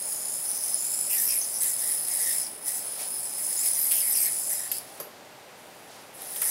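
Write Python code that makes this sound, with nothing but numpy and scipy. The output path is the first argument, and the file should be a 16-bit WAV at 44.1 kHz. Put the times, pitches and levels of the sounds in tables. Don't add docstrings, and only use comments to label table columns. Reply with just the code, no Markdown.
import sys
import numpy as np
from scipy import signal
from scipy.fft import rfft, irfft, next_fast_len
from scipy.io import wavfile
from scipy.ndimage import uniform_filter1d, map_coordinates

SR = 44100
rng = np.random.default_rng(int(sys.argv[2]) if len(sys.argv) > 2 else 0)


def bounce(signal):
    frames = np.transpose(np.atleast_2d(signal))
    limited = np.clip(frames, -1, 1)
    pcm = np.round(limited * 32767).astype(np.int16)
    wavfile.write(sys.argv[1], SR, pcm)


N = 286650
TIME = np.arange(N) / SR


def amp(db):
    return 10 ** (np.asarray(db) / 20)


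def unit(x):
    return x / np.sqrt(np.mean(x ** 2) + 1e-20)


def along(points, hz):
    freqs, values = np.transpose(points)
    return np.interp(np.log(hz + 1), np.log(freqs + 1), values)


def automation(points):
    return np.interp(TIME, *np.transpose(points))


def wobble(rate):
    return map_coordinates(rng.standard_normal(int(N * rate / SR) + 4), [TIME * rate])


def filtered(x, response):
    size = next_fast_len(len(x) + 8192)
    return irfft(rfft(x, size) * response(np.fft.rfftfreq(size, 1 / SR)), size)[:len(x)]


def coloured(x, eq):
    return unit(filtered(x, lambda hz: amp(along(eq, hz))))


def resonate(x, modes):
    return filtered(x, lambda hz: sum(amp(db) * 1j * hz * width / (centre**2 - hz**2 + 1j * hz * width)
                                      for centre, width, db in modes))


def swept(x, pitch, gain_at):
    hz, t, frames = signal.stft(x, SR, nperseg=512)
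    gain = gain_at(hz[:, None], np.interp(t, TIME, pitch))
    return unit(signal.istft(frames * gain, nperseg=512)[1][:N])


def shimmer(x, depth_db):
    frames = signal.stft(x, nperseg=256)[2]
    patches = uniform_filter1d(rng.standard_normal(frames.shape), size=3, axis=0)
    patches = uniform_filter1d(patches, size=11, axis=1)
    return unit(signal.istft(frames * amp(depth_db * unit(patches)), nperseg=256)[1][:N])


def grains(rate, spread_db):
    contacts = (rng.random(N) < rate / SR) * rng.standard_normal(N)
    return unit(contacts * amp(spread_db * rng.standard_normal(N)))


def decay(start, t60, attack):
    age = np.maximum(TIME - start, 0)
    return amp(-60 * np.minimum(age / t60, 3)) * (1 - np.exp(-age / attack))


def swell(start, length, attack=0.015, t60=0.19):
    age = TIME - start
    fade_in = np.sin(np.pi / 2 * np.clip(age / attack, 0, 1)) ** 2
    return fade_in * amp(-60 * np.clip((age - length) / t60, 0, 3))


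def add(track, start, sound):
    part = track[round(start * SR):][:len(sound)]
    part += sound[:len(part)]


# (frequency [Hz], gain [dB])
AIR_EQ = [(25, -29), (60, -19.5), (125, -6), (300, -4), (750, -1.5), (1150, -7.5), (2000, -8.5),
          (4000, -14), (7500, -18), (12000, -21), (14000, -21), (15800, -32)]
# (frequency [Hz], width [Hz], gain [dB])
HUM_MODES = [(129.4, 10, -7.5), (612.5, 27, 6), (776, 104, 2)]
# (frequency [Hz], rms level [dB])
WHINE_PARTIALS = [(4743, -70), (9482, -72), (14225, -82)]


def room_tone():
    air = amp(-48.86) * coloured(rng.standard_normal(N), AIR_EQ)
    hum = amp(-56.5) * unit(resonate(rng.standard_normal(N), HUM_MODES))
    drifting_time = TIME + np.cumsum(0.00115 * wobble(13)) / SR
    whine = sum(amp(db) * np.sqrt(2) * np.sin(2 * np.pi * hz * drifting_time) for hz, db in WHINE_PARTIALS)
    return air + hum + whine


# (frequency [Hz], t60 [s])
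REVERB_T60 = [(200, 0.52), (2000, 0.45), (12000, 0.25)]


def bedroom_reverb(send):
    hz, t, frames = signal.stft(rng.standard_normal(SR // 2), SR, nperseg=256)
    tail = signal.istft(frames * amp(-60 * t / along(REVERB_T60, hz)[:, None]), SR, nperseg=256)[1]
    impulse = np.pad(tail, (SR // 200, 0)) / np.linalg.norm(tail)
    return signal.fftconvolve(send, impulse)[:N]


# (frequency [Hz], gain [dB])
CLOTH_EQ = [(40, -45), (200, -22), (480, -2), (680, -4), (1000, -13), (2500, -13), (5000, -8), (9000, -17),
            (16000, -32)]
# (start [s], length [s], level [dB])
SWINGS = [(2.803, 0.18, -49.5), (2.97, .07, -43.5), (4.6, .38, -53.5), (5.872, 0.13, -52.5),
          (6.163, 0.26, -50)]
SOFT_ATTACK_S, SOFT_T60_S = 0.039, 0.32


def sleeve():
    brush = sum(amp(db) * swell(start, length, SOFT_ATTACK_S, SOFT_T60_S) for start, length, db in SWINGS)
    return brush * coloured(rng.standard_normal(N), CLOTH_EQ)


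# (frequency [Hz], gain [dB])
PALM_EQ = [(200, -22), (600, -3), (1100, -11), (2200, -9), (4000, -18), (6000, -9), (8000, -14), (11000, 3),
           (13500, -3), (16000, -14)]
# (frequency [Hz], width [Hz], gain [dB])
HAND_MODES = [(356, 42, -14), (467, 69, 3), (620, 91, 2), (1040, 75, 1)]
# (frequency [Hz], relative level [dB], t60 [s])
SHELL_MODES = [(4807, -8, .06), (7300, -14, .07), (10490, -7, .08), (11780, -1, .18)]
# (time [s], slap level [dB], thump level [dB], ring gain [dB])
LANDING = (5, -30, -36.5, -33.5)


def palm_catch():
    start, slap_db, thump_db, ring_db = LANDING
    slap = decay(start, t60=0.068, attack=0.00095) * coloured(rng.standard_normal(N), PALM_EQ)
    thump = decay(start, t60=0.13, attack=0.0012) * unit(resonate(rng.standard_normal(N), HAND_MODES))
    jitter = wobble(500)
    ring = sum(amp(db) * decay(start, t60, attack=0.00091) * np.sin(2 * np.pi * hz * TIME + jitter)
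               for hz, db, t60 in SHELL_MODES)
    return amp(slap_db) * slap + amp(thump_db) * thump + amp(ring_db) * ring


# (frequency [Hz], gain [dB])
CRACK_EQ = [(500, -37), (1500, -13), (3300, -1), (6000, -11), (10000, 5.5), (13000, 13), (16000, -17)]
# (frequency [Hz], gain [dB])
TUG_EQ = [(50, -45), (300, -14), (700, -3), (1500, -3), (2200, -3), (3500, -11), (8000, -16)]
# (time [s], crack peak [dB], tug level [dB])
SNAP_CUES = [(1.633, -12.5, -53), (3.657, -13, -46), (3.919, -7.5, -42), (4.7165, -8, -61),
             (6.219, -22, -56), (6.361, -15.5, -49), (6.4194, -10.5, -32.5)]


def string_snaps():
    jerks = np.zeros(N)
    for start, db, _ in SNAP_CUES:
        add(jerks, start, amp([db]))
    crack = coloured(jerks, CRACK_EQ)
    crack *= jerks.max() / np.abs(crack).max()
    rasp = sum(amp(db - 9) * decay(start, t60=0.03, attack=0.0004) for start, db, _ in SNAP_CUES)
    tug = sum(amp(db) * decay(start, t60=0.072, attack=0.001) for start, _, db in SNAP_CUES)
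    rasp_noise, tug_noise = rng.standard_normal((2, N))
    return crack + rasp * coloured(rasp_noise, CRACK_EQ) + tug * coloured(tug_noise, TUG_EQ)


# (time [s], speed [turns/s])
SPIN_SPEED = [(0, 56), (2.4, 57), (3.7, 85), (4.6, 47), (5, 36), (6.1, 20), (6.45, 90)]


def rotation():
    speed = automation(SPIN_SPEED) * (1 + 0.037 * wobble(17))
    return 2 * np.pi * np.cumsum(speed) / SR


def pressure(angle, once_db, twice_db, flutter_db):
    return amp(once_db * np.sin(angle) + twice_db * np.sin(2 * angle) + flutter_db * wobble(450))


# (start [s], length [s], hiss fader [dB], song fader [dB], start pitch [Hz], end pitch [Hz])
STROKE_CUES = [(.07, 0.071, -38, -63, 2300, 2250), (.63, .08, -37, -69, 2270, 2100),
               (.8, 0.42, -47, -56, 2250, 2480), (1.09, .08, -30.5, -39.5, 2800, 2400),
               (1.17, .08, -30.5, -44.5, 1810, 1900), (1.27, 0.086, -30.5, -40.5, 2670, 2480),
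               (1.4, .19, -43, -70, 2100, 2100), (1.605, 0.095, -30.5, -46.5, 1970, 1900),
               (1.78, 0.16, -34, -46.5, 1830, 1950), (2.06, 0.14, -36, -48, 2030, 1900),
               (2.19, .15, -31, -42, 1930, 1820), (2.35, 0.075, -39, -60, 2100, 2170),
               (2.655, 0.13, -34.5, -49.5, 2050, 2050), (2.98, 0.032, -39, -47, 2400, 2320),
               (3.37, 0.28, -36.5, -54.5, 2090, 2090), (3.62, 0.058, -29, -43, 2200, 2240),
               (3.73, 0.21, -35, -47.5, 1900, 2200), (3.9, .11, -32, -38.5, 3250, 3000),
               (4.02, .11, -39, -45, 2400, 1870), (4.14, .14, -32.5, -41, 2720, 2100),
               (4.3, 0.2, -38, -69, 2060, 2500), (4.49, 0.059, -32, -46, 2060, 2000),
               (4.57, 0.095, -39, -49, 1930, 1880)]


def strokes():
    hiss_power, song_power = np.zeros((2, N))
    pitch = np.full(N, float(STROKE_CUES[0][4]))
    for start, length, hiss_db, song_db, from_hz, to_hz in STROKE_CUES:
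        stroke = swell(start, length)
        hiss_power += (amp(hiss_db) * stroke) ** 2
        song_power += (amp(song_db) * stroke) ** 2
        glide = np.interp(TIME, [start, start + length], [from_hz, to_hz])
        pitch = np.where(TIME < start, pitch, glide)
    return hiss_power, song_power, pitch


# (time [s], fader [dB])
STRING_LOAD = [(0, -32), (.35, -32.5), (.55, -30), (1.5, -31), (2.05, -29.5), (2.4, -27.5), (2.53, -42.5),
               (2.62, -44.5), (2.67, -30.5), (2.85, -35), (3.45, -32), (3.65, -26.5), (4.25, -29.5),
               (4.55, -32), (4.7, -41)]
# (start [s], length [s], hiss fader [dB])
FINGER_SHIFT = (5.55, 0.53, -61)
BIND_S, GRIP_S, THROW_S, UNWOUND_S = 4.715, 0.072, 6.125, 6.415
UNWIND_DB, UNWIND_DB_PER_S, SLEEP_DB = -51.5, 57, -29
GRAZE_HISS_DB, GRAZE_SONG_DB = -6.5, -31


def trick_faders(stroke_hiss_power, stroke_song_power):
    hanging = amp(automation(STRING_LOAD)) * swell(-1.03, 1 + BIND_S + GRIP_S)
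    grip = amp(-37.5) * swell(BIND_S, GRIP_S, attack=0.008, t60=0.052)
    climb = amp(-52.5) * swell(BIND_S, LANDING[0] - BIND_S)
    start, length, db = FINGER_SHIFT
    fingers = amp(db) * swell(start, length, SOFT_ATTACK_S, SOFT_T60_S)
    throw_db = np.where(TIME < UNWOUND_S, UNWIND_DB + UNWIND_DB_PER_S * (TIME - THROW_S), SLEEP_DB)
    thrown = amp(throw_db) * np.clip((TIME - THROW_S) / 0.02, 0, 1)
    rattle = hanging + amp(-1.5) * thrown
    hiss_power = (amp(GRAZE_HISS_DB) * hanging) ** 2 + grip ** 2 + climb ** 2 + fingers ** 2 + thrown ** 2
    song_power = (amp(GRAZE_SONG_DB) * hanging) ** 2 + (amp(-16) * thrown) ** 2
    return rattle, np.sqrt(hiss_power + stroke_hiss_power), np.sqrt(song_power + stroke_song_power)


# (frequency [Hz], gain [dB])
SPAN_EQ = [(1400, -44), (1650, 1.5), (1780, 7.5), (2800, 2), (3800, -1), (5200, 4), (7000, -9), (9000, 1.5),
           (12300, 12.5), (14000, -2), (16000, 5)]


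def string_song(angle, pitch, reflection=0.62):
    def comb(hz, span_hz):
        return amp(along(SPAN_EQ, hz)) / np.abs(1 - reflection * np.exp(2j * np.pi * hz / span_hz))
    force = pressure(angle, once_db=-0.4, twice_db=1.0, flutter_db=0.9)
    slips = force * grains(rate=13000, spread_db=1.2)
    return amp(6) * swept(shimmer(slips, depth_db=2.4), pitch, comb)


# (start [s], length [s], start pitch [Hz], end pitch [Hz], level [dB])
GLIDE_CUES = [(0, 0.5, 6720, 7240, -44.5), (0.422, 0.4, 5950, 6040, -45), (0.75, 0.37, 7200, 7800, -38),
              (1.096, 0.11, 12500, 11100, -29), (1.176, 0.022, 6070, 6050, -34.5),
              (1.195, .11, 12000, 12700, -27.5), (1.263, 0.072, 5600, 5150, -36),
              (1.345, .072, 11700, 10360, -30.5), (1.393, 0.067, 6160, 6300, -38),
              (1.533, .062, 5990, 5680, -40.5), (1.6, .035, 8000, 9100, -28),
              (1.65, 0.088, 8700, 7300, -38), (1.82, .17, 11500, 10600, -35),
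              (2.425, 0.047, 6130, 4940, -40), (3.562, .078, 6800, 7800, -34),
              (3.762, 0.15, 12400, 11440, -29.5), (3.908, .12, 13100, 12700, -31),
              (4.04, 0.1, 11300, 12150, -28), (4.116, 0.021, 8200, 8360, -26.5),
              (4.125, .08, 6000, 4730, -37.5), (4.15, .14, 12400, 11500, -27),
              (4.174, 0.11, 8700, 8320, -30.5), (4.3, 0.38, 7330, 7500, -42.5),
              (4.668, 0.14, 4920, 4950, -45.5)]


def gliding_bands(angle, width_hz=640):
    bands = np.zeros(N)
    force = unit(pressure(angle, once_db=2.5, twice_db=-0.5, flutter_db=2.5))
    lowpass = signal.butter(2, width_hz / 2, fs=SR, output="sos")
    for start, length, from_hz, to_hz, db in GLIDE_CUES:
        progress = np.linspace(0, 1, round(length * SR))
        roughness = signal.sosfilt(lowpass, rng.standard_normal((2, SR)))[:, -len(progress):]
        phase = 2 * np.pi * np.cumsum(from_hz + (to_hz - from_hz) * progress) / SR
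        band = unit(roughness[0] * np.cos(phase) + roughness[1] * np.sin(phase))
        arch = np.abs(np.sin(np.pi * progress)) ** 0.5
        add(bands, start, amp(db) * arch * band)
    return bands * force


# (frequency [Hz], gain [dB])
HISS_EQ = [(1500, -54), (3500, -24), (4200, -34), (4800, -14.5), (6600, -11), (8300, -2.5), (9100, -2.5),
           (10700, 3.5), (12300, -4), (13300, -7.5), (13900, -8), (15200, -8.5), (15800, -9.5)]


def string_hiss(angle):
    slips = grains(rate=24000, spread_db=0.8) * pressure(angle, once_db=1.2, twice_db=1.1, flutter_db=1.3)
    return amp(2) * coloured(shimmer(slips, depth_db=3), HISS_EQ)


# (time [s], peak [dB])
SQUEAK_CUES = [(0.638, -15), (0.7448, -9), (1.012, -14.5), (1.388, -13.5), (2.385, -15), (3.674, -16),
               (4.784, -20)]


def bearing_squeaks(rattle_gain, ring_hz=9900, low_hz=5170, rise_s=0.00061, fall_s=0.0014, per_s=3):
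    t = np.arange(-SR // 100, SR // 100) / SR
    envelope = np.exp(-np.where(t < 0, (t / rise_s) ** 2, t / fall_s))
    ping = envelope * (np.sin(2 * np.pi * ring_hz * t) + amp(-17) * np.sin(2 * np.pi * low_hz * t))
    catches = (rng.random(N) < per_s / SR) * amp(8) * rattle_gain
    for start, db in SQUEAK_CUES:
        add(catches, start, amp([db]))
    return signal.fftconvolve(catches, ping, mode="same")


# (frequency [Hz], width [Hz], gain [dB])
BEARING_MODES = [(5170, 137, -6), (6170, 340, -20), (9684, 230, -1), (9930, 194, -2), (9955, 160, -1),
                 (14200, 350, -14)]


def bearing_rattle(angle, waver_db=1.5):
    chatter = grains(rate=14000, spread_db=1) * pressure(angle, once_db=0.6, twice_db=-0.5, flutter_db=3.1)
    rings = sum(amp(waver_db * wobble(12)) * resonate(chatter, [mode]) for mode in BEARING_MODES)
    return amp(-1.5) * unit(rings)


def scene():
    angle = rotation()
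    stroke_hiss_power, stroke_song_power, pitch = strokes()
    rattle_gain, hiss_gain, song_gain = trick_faders(stroke_hiss_power, stroke_song_power)
    rattle = rattle_gain * bearing_rattle(angle)
    hiss = hiss_gain * string_hiss(angle)
    song = song_gain * string_song(angle, pitch)
    whirr = rattle + hiss + song + gliding_bands(angle) + bearing_squeaks(rattle_gain)
    hits = string_snaps() + palm_catch()
    send = amp(-9.5) * whirr + amp(-4.5) * hits
    return (whirr + hits + sleeve() + bedroom_reverb(send) + room_tone())[None]


HIGH_CUT_HZ = 15760


def record(dry):
    return filtered(dry[0], lambda hz: hz < HIGH_CUT_HZ)[None]


dry = scene()
out = record(dry)
bounce(out)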